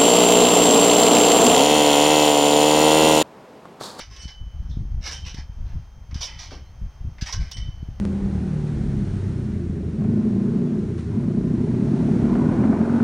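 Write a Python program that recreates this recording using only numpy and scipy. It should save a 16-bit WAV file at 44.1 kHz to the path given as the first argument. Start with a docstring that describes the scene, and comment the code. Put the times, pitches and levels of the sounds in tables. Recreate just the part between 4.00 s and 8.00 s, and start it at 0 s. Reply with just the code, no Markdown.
"""Gritty steel creaks come about once a second: a child bouncing on a garden trampoline.
On each landing the spring hooks stick and slip on the frame, knock in their holes and squeal,
and the springs ring on as the mat lets go. Gusts buffet the microphone, and behind it all sit
a quiet outdoor wash, a distant bird and the camera's faint whine."""
import sys
import numpy as np
from scipy import signal
from scipy.fft import rfft, irfft
from scipy.io import wavfile
from scipy.ndimage import uniform_filter1d

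SR = 44100
rng = np.random.default_rng(int(sys.argv[2]) if len(sys.argv) > 2 else 0)


def dump_mix(stems):
    """Bounce the given channels to the path in sys.argv[1] as a 16-bit WAV at rate SR."""
    frames = np.atleast_2d(stems).T  # one column per channel
    limited = np.clip(frames, -1, 1)  # hard clip at full scale
    pcm = np.round(limited * 32767).astype(np.int16)
    wavfile.write(sys.argv[1], SR, pcm)


N = 176400


def amp(db):
    """Decibels to gain."""
    return 10 ** (np.asarray(db) / 20)


def eq_gain(curve, size):
    """Gain per FFT bin of an EQ curve (f/Hz, level/dB), drawn on a log-frequency axis."""
    hz, db = np.array(curve, float).T
    bins = np.fft.rfftfreq(size, 1 / SR)
    return amp(np.interp(np.log(bins + 1e-3), np.log(hz), db))


def colour(x, curve, size=8192):
    """Minimum-phase EQ that keeps the power of white noise."""
    gain = eq_gain(curve, size)
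    cepstrum = irfft(np.log(gain / np.sqrt(np.mean(gain ** 2))))
    cepstrum[1:size // 2] *= 2
    cepstrum[size // 2 + 1:] = 0
    return signal.fftconvolve(x, irfft(np.exp(rfft(cepstrum))))[:len(x)]


def fade(t, t60):
    """Exponential decay from t = 0, silence before."""
    return (t >= 0) * np.exp(-np.log(1000) * np.maximum(t, 0) / max(t60, 1e-3))


def unit(x):
    """Scale to unit energy."""
    return x / np.sqrt(np.sum(x ** 2))


def add(out, x, start):
    """Mix a sound in at a time in seconds."""
    i = int(start * SR)
    x, i = x[max(-i, 0):], max(i, 0)
    out[i:i + len(x)] += x[:N - i]


def drift(rate_hz):
    """Smooth random modulation with unit spread."""
    step = int(SR / rate_hz)
    wander = uniform_filter1d(np.repeat(rng.standard_normal(2000), step)[:N], step)
    return wander / wander.std()


def yard(x, size=14000):
    """Faint scatter from fences and walls, different left and right."""
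    tail = fade(np.arange(size) / SR, t60=0.45)
    echoes = [unit(rng.standard_normal(size) * tail) for _ in range(2)]
    return amp(-24) * np.array([signal.fftconvolve(x, echo)[:N] for echo in echoes])


# tone of the outdoor wash: f/Hz, level/dB
AIR_EQ = [(60, 13.5), (200, -8), (400, -3.5), (800, -0.5), (1500, -7), (2500, -12), (4000, -18),
          (5600, -13), (6400, -18), (7200, -30.5), (16000, -34)]
# fader ride on the wash: t/s, level/dB
AIR_RIDE = [(0, -55), (1.5, -54.5), (1.73, -51.5), (1.9, -55.5), (4, -53)]
# partials of the camera's whine: f/Hz, level/dB
WHINE_TONES = [(3162, -72), (6325, -73)]

def background(t):
    """The bed: a distant outdoor wash and the camera's thin whine."""
    air = colour(rng.standard_normal(N), AIR_EQ)
    air *= amp(np.interp(t, *np.array(AIR_RIDE).T) + 0.51 * drift(6.81))
    return air + sum(amp(db) * np.sqrt(2) * np.sin(2 * np.pi * hz * t) for hz, db in WHINE_TONES)


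# bird chirps: t/s, level/dB, start f/Hz, end f/Hz
BIRD_CHIRPS = [(2.64, -70, 4030, 4360), (3.78, -70, 4840, 4100)]

def bird(length_s=0.084, waver=0.023):
    """Faint, wavering glides from a bird far off."""
    progress, out = np.linspace(0, 1, int(length_s * SR)), np.zeros(N)
    swell = np.sin(np.pi * progress)
    for start, db, from_hz, to_hz in BIRD_CHIRPS:
        glide = from_hz + (to_hz - from_hz) * progress
        hz = glide * (1 + waver * drift(1000)[:len(glide)])
        add(out, amp(db) * np.sqrt(2) * swell * np.sin(2 * np.pi * np.cumsum(hz) / SR), start)
    return out


def eddy(t, width_s):
    """The pressure pulse of one eddy, passing at t = 0."""
    return 1 / (1 + (t / width_s) ** 2) ** 1.5


# tone of the wind rumble: f/Hz, level/dB
RUMBLE_EQ = [(12, -9), (25, -3), (50, 1), (75, -1), (110, -10.5), (160, -15.5), (400, -44), (1000, -82.5)]
# gusts: t/s, hold/s, level/dB
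WIND_GUSTS = [(0.396, 0.083, -33.5), (0.537, 0.17, -32), (0.707, 0.3, -29.5), (1.018, 0.39, -37.5),
              (1.556, 0.26, -33.5), (2.086, 0.12, -35.5), (2.487, 0.14, -41), (2.81, 0.056, -32),
              (3.007, 0.084, -32), (3.339, 0.083, -29), (3.55, 0.14, -32.5), (3.72, 0.35, -40)]
# thumps of single large eddies: t/s, peak level before the low cut/dB, width/ms
WIND_THUMPS = [(.256, -19, 2.14), (0.602, -14, 4.4), (0.772, -12.5, 1.92), (0.823, -18.5, 2.5),
               (.853, -24.5, 1.85), (0.945, -8.5, 5.1), (1.346, -23, 1.44), (1.387, -20, 1.8),
               (1.497, -18.5, 3.5), (1.606, -8.5, 6.7), (1.664, -14.5, 3.9), (1.758, -15.5, 2.36),
               (2.13, -19, 2.2), (2.158, -15.5, 2.06), (3.052, -14.5, 2.56), (3.225, -10.5, 2.22),
               (3.69, -13.5, 2.8), (3.83, -15, 2.12), (3.888, -17, 1.93)]

def wind(t, breeze_db=-43.5, eddies_per_s=60, flutter_db=8, port_hz=38.7):
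    """Wind on the microphone port: gusty rumble, a flutter of small eddies and thumps from big ones."""
    gust_power = np.zeros(N)
    for start, hold, db in WIND_GUSTS:
        rise = np.clip((t - start) / 0.0067, 0, 1)
        gust_power += (amp(db) * rise * fade(np.maximum(t - start - hold, 0), t60=0.12)) ** 2
    rumble = colour(rng.standard_normal(N), RUMBLE_EQ)
    rumble /= np.sqrt(uniform_filter1d(rumble ** 2, size=2600))  # level it, so the gusts set the shape
    rumble *= np.sqrt(gust_power + amp(breeze_db) ** 2) * amp(1.5 + 2.7 * drift(30))
    arrivals = rng.random(N) < eddies_per_s / SR
    pushes = arrivals * rng.uniform(-0.76, 1, N) * np.sqrt(gust_power)
    flutter = amp(flutter_db) * signal.fftconvolve(pushes, eddy(t - t.mean(), width_s=0.0035), "same")
    thumps = sum(amp(db) * eddy(t - start, ms / 1000) for start, db, ms in WIND_THUMPS)
    low_cut = signal.butter(2, port_hz, "high", fs=SR, output="sos")
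    return rumble + signal.sosfilt(low_cut, flutter + thumps)


# feet shoving off the mat: t/s, level/dB
MAT_SCUFFS = [(2.516, -38.5)]

def mat(t):
    """A dull scuff of fabric at take-off."""
    fabric_eq = [(100, -15), (260, -1), (900, -13), (5000, -76)]  # f/Hz, level/dB
    envelope = sum(amp(db) * fade(t - start, t60=0.29) for start, db in MAT_SCUFFS)
    return colour(rng.standard_normal(N) * envelope, fabric_eq)


# squealing hooks: t/s, level/dB, f/Hz, pitch scatter/Hz, t60/s
HOOK_SQUEALS = [(.71, -52.5, 3730, 324, 0.28), (1.059, -43, 1154, 273, 0.28),
                (2.222, -32, 3034, 110, 0.086), (2.232, -29.5, 3680, 222, 0.072),
                (3.183, -51.5, 2090, 109, 0.22), (3.29, -35.5, 1057, 90, 0.086),
                (3.325, -28, 5650, 397, 0.15), (3.345, -46.5, 1554, 70, 0.5)]

def squeals(attack_s=0.0025, size=16000):
    """A hook squeals on one resonance: a rough tone that flares and fades."""
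    t, out = np.arange(size) / SR, np.zeros(N)
    for start, db, hz, scatter_hz, t60 in HOOK_SQUEALS:
        turns = np.cumsum(hz + scatter_hz * drift(1000)[:size]) / SR
        envelope = np.minimum(t / attack_s, 1) * fade(t, t60)
        add(out, amp(db) * np.sqrt(2) * np.sin(2 * np.pi * turns) * envelope, start)
    return out


# springs left ringing: t/s, level/dB, f/Hz, overtone trim/dB, swell/s, neighbours' relative level/dB
SPRING_TWANGS = [(0.189, -41.5, 3022, 1, 0.045, -11.5), (1.11, -47.5, 3108, 3, 0.011, -1),
                 (2.225, -46, 3060, -2, 0.018, -4), (3.525, -47, 3045, -3.5, 0.0093, -0.5),
                 (3.563, -57, 2996, 2, 0.0033, -5)]
# partials of one spring: ratio to its pitch, level/dB, t60/s
COIL_MODES = [(1., 1.5, 0.84), (1.862, 7.5, 0.17), (2.80, -4.5, 0.18)]

def twangs(neighbours=5, detune=0.009, size=44100):
    """Springs swell into a ring as their load changes; detuned neighbours beat against them."""
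    t, out = np.arange(size) / SR, np.zeros(N)
    for start, db, hz, overtone_db, swell_s, neighbour_db in SPRING_TWANGS:
        pitches = hz * (1 + np.append(0, detune * rng.standard_normal(neighbours)))
        shares = np.append(1, np.full(neighbours, amp(neighbour_db) / np.sqrt(neighbours)))
        swell = 1 - np.exp(-t / swell_s)
        for pitch, share in zip(pitches, shares):
            waver = 0.001 * drift(70)[:size]
            rasp = 0.025 * fade(t, t60=0.31) * drift(1500)[:size]  # while the hook still slides
            turns = np.cumsum(pitch * (1 + waver + rasp)) / SR
            ring = np.zeros(size)
            for k, (ratio, mode_db, t60) in enumerate(COIL_MODES):
                partial = np.sin(2 * np.pi * (ratio * turns + rng.random()))
                ring += amp(mode_db + overtone_db * (k > 0)) * partial * fade(t, t60)
            add(out, share * amp(db) * np.sqrt(2) * ring * swell, start)
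    return out


def slip_click(size=8000):
    """One slip of a hook: a click and a short clatter of coils."""
    t = np.arange(size) / SR
    click = unit(rng.standard_normal(size) * fade(t, t60=0.011))
    clatter = unit(rng.standard_normal(size) * fade(t, t60=0.065))
    return unit(click + amp(1) * clatter)


# creaks: t/s, attack/s, hold/s, frame drive/dB, spring drive/dB, release t60/s
HOOK_CREAKS = [(-.01, 0.0012, 0.0053, -41, -35.5, 0.21), (0.095, 0.0081, 0.12, -49.5, -49.5, 0.28),
               (0.196, 0.032, 0.0093, -53.5, -44, 0.18), (0.274, 0.0055, 0.0076, -49, -46, 0.25),
               (0.687, 0.0083, 0.0078, -80, -56.5, 0.4), (0.996, 0.068, 0.023, -36, -34.5, 0.16),
               (1.099, 0.015, 0.0075, -41, -35, 0.34), (1.234, 0.029, 0.014, -43, -39.5, 0.27),
               (1.351, 0.022, 0.022, -47, -48, 0.19), (1.629, 0.042, 0.059, -63, -66, 0.14),
               (2.146, 0.0031, 0.023, -48, -46.5, 0.71), (2.204, 0.0047, 0.036, -42.5, -31.5, 0.17),
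               (2.267, 0.005, 0.014, -45, -48, 0.82), (2.379, 0.011, 0.052, -46, -42.5, 0.27),
               (2.499, 0.0049, 0.028, -49, -46.5, 0.27), (3.209, 0.0026, 0.0071, -40, -36.5, 0.16),
               (3.248, 0.015, 0.027, -40, -37, 0.25), (3.326, 0.0014, 0.0055, -40.5, -34.5, 0.18),
               (3.395, 0.0056, 0.0078, -49, -46.5, 0.62), (3.563, 0.0033, 0.0091, -52.5, -48.5, 0.5)]

def creaks(slips_per_s=1100, scatter_db=1.5, size=22050):
    """Hooks stick and slip as the mat stretches and recoils, driving the frame and the springs."""
    t = np.arange(size) / SR
    frame, spring = np.zeros((2, N))
    for start, attack, hold, frame_db, spring_db, release in HOOK_CREAKS:
        arrivals = rng.random(size) < slips_per_s / SR
        strengths = amp(scatter_db * np.clip(rng.standard_normal(size), -2, 2))
        slips = arrivals * strengths * rng.choice([-1, 1], size)
        slips /= np.sqrt(uniform_filter1d(slips ** 2, size=560) + 1e-6)  # even out the grit
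        force = np.minimum(t / attack, 1) ** 2 * fade(np.maximum(t - attack - hold, 0), release)
        for out, db in ((frame, frame_db), (spring, spring_db)):
            add(out, amp(db) * signal.fftconvolve(slips * force, slip_click()), start)
    return frame, spring


# knocks: t/s, frame drive/dB, spring drive/dB
HOOK_KNOCKS = [(0.164, -61, -41), (1.344, -48.5, -40), (2.111, -47.5, -53), (2.144, -48, -39),
               (2.393, -53, -42), (3.183, -47.5, -57), (3.213, -50, -40), (3.325, -50, -33),
               (3.514, -43.5, -31), (3.569, -55, -39.5)]

def knocks(body_t60=0.09, crack_t60=0.02, size=22050):
    """Hooks snap in their holes: a jolt to the frame and springs, with a bright crack on the front."""
    t = np.arange(size) / SR
    frame, spring, cracks = np.zeros((3, N))
    for start, frame_db, spring_db in HOOK_KNOCKS:
        for out, db, t60 in ((frame, frame_db, body_t60), (spring, spring_db, body_t60),
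                             (cracks, spring_db - 12, crack_t60)):
            add(out, amp(db) * rng.standard_normal(size) * fade(t, t60), start)
    return frame, spring, cracks


# midrange body of the frame: f/Hz, level/dB
FRAME_EQ = [(150, -6), (400, -9.5), (700, -1.5), (1100, -1.5), (1500, -1.5), (2200, 4.5), (3000, -6.5),
            (4500, -13.5), (7000, -60), (16000, -75)]
# bright edge of the springs: f/Hz, level/dB
SPRING_EQ = [(500, -27.5), (2000, -25), (3100, -1), (4200, -3), (5200, 2.5), (5950, 1.5), (6500, -10),
             (7300, -20.5), (8700, -24.5), (10500, -34.5), (16000, -42)]
# ringing modes of frame and springs: f/Hz, relative level/dB
STEEL_MODES = [(1082, 17), (1567, 14), (1674, 9.5), (2183, -8), (2990, 22.5), (3156, 13.5), (3722, 6),
               (5816, 8)]

def steel(crisp_full_db=-34.5, crisp_hz=7840, split_hz=2500, ring_db=-9.5, size=22050):
    """Frame and springs radiate the creaks and knocks and ring on; the hardest slips are the crispest."""
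    t = np.arange(size) / SR
    frame_creaks, spring_creaks = creaks()
    frame_knocks, spring_knocks, cracks = knocks()
    frame, spring = frame_creaks + frame_knocks, spring_creaks + spring_knocks
    spring_rms = np.sqrt(uniform_filter1d(spring ** 2, size=400) + 1e-12)
    hardness = np.minimum(spring_rms / amp(crisp_full_db), 1)
    treble = signal.butter(2, crisp_hz, "high", fs=SR, output="sos")
    crisp = signal.sosfiltfilt(treble, spring * hardness)
    direct = colour(frame, FRAME_EQ) + colour(spring + crisp, SPRING_EQ) + cracks * hardness
    modes = [(hz, amp(db) * np.sin(2 * np.pi * hz * t) * fade(t, t60=0.22)) for hz, db in STEEL_MODES]
    low = sum(mode for hz, mode in modes if hz <= split_hz)
    high = sum(mode for hz, mode in modes if hz > split_hz)
    ring = (signal.fftconvolve(frame, low) + signal.fftconvolve(spring, high))[:N]
    return direct + amp(ring_db) * ring / np.linalg.norm(low + high)


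# stereo tilt of the microphone ports: f/Hz, left minus right level/dB
PORT_TILT = [(100, 1), (1500, 1), (3000, -0.9), (4500, -3.5), (5800, -6), (6800, -2.5), (8200, 3),
             (12000, 10.5)]

def scene():
    """The garden, its echoes and the wind meet at two close ports that differ in tone."""
    t = np.arange(N) / SR
    garden = steel() + twangs() + squeals() + bird() + mat(t) + background(t)
    spectrum = rfft(garden + yard(garden) + wind(t), 2 * N)
    tilt = eq_gain(PORT_TILT, 2 * N)
    pan = 2 * np.array([tilt, np.ones_like(tilt)]) / (1 + tilt)
    return irfft(spectrum * pan)[:, :N]


def record(dry):
    """The camera adds faint hiss and cuts the top."""
    hiss = amp(-76) * rng.standard_normal(dry.shape)
    high_cut = signal.ellip(10, .1, 80, 15850, fs=SR, output="sos")
    return signal.sosfilt(high_cut, dry + hiss)


dry = scene()
out = record(dry)
dump_mix(out)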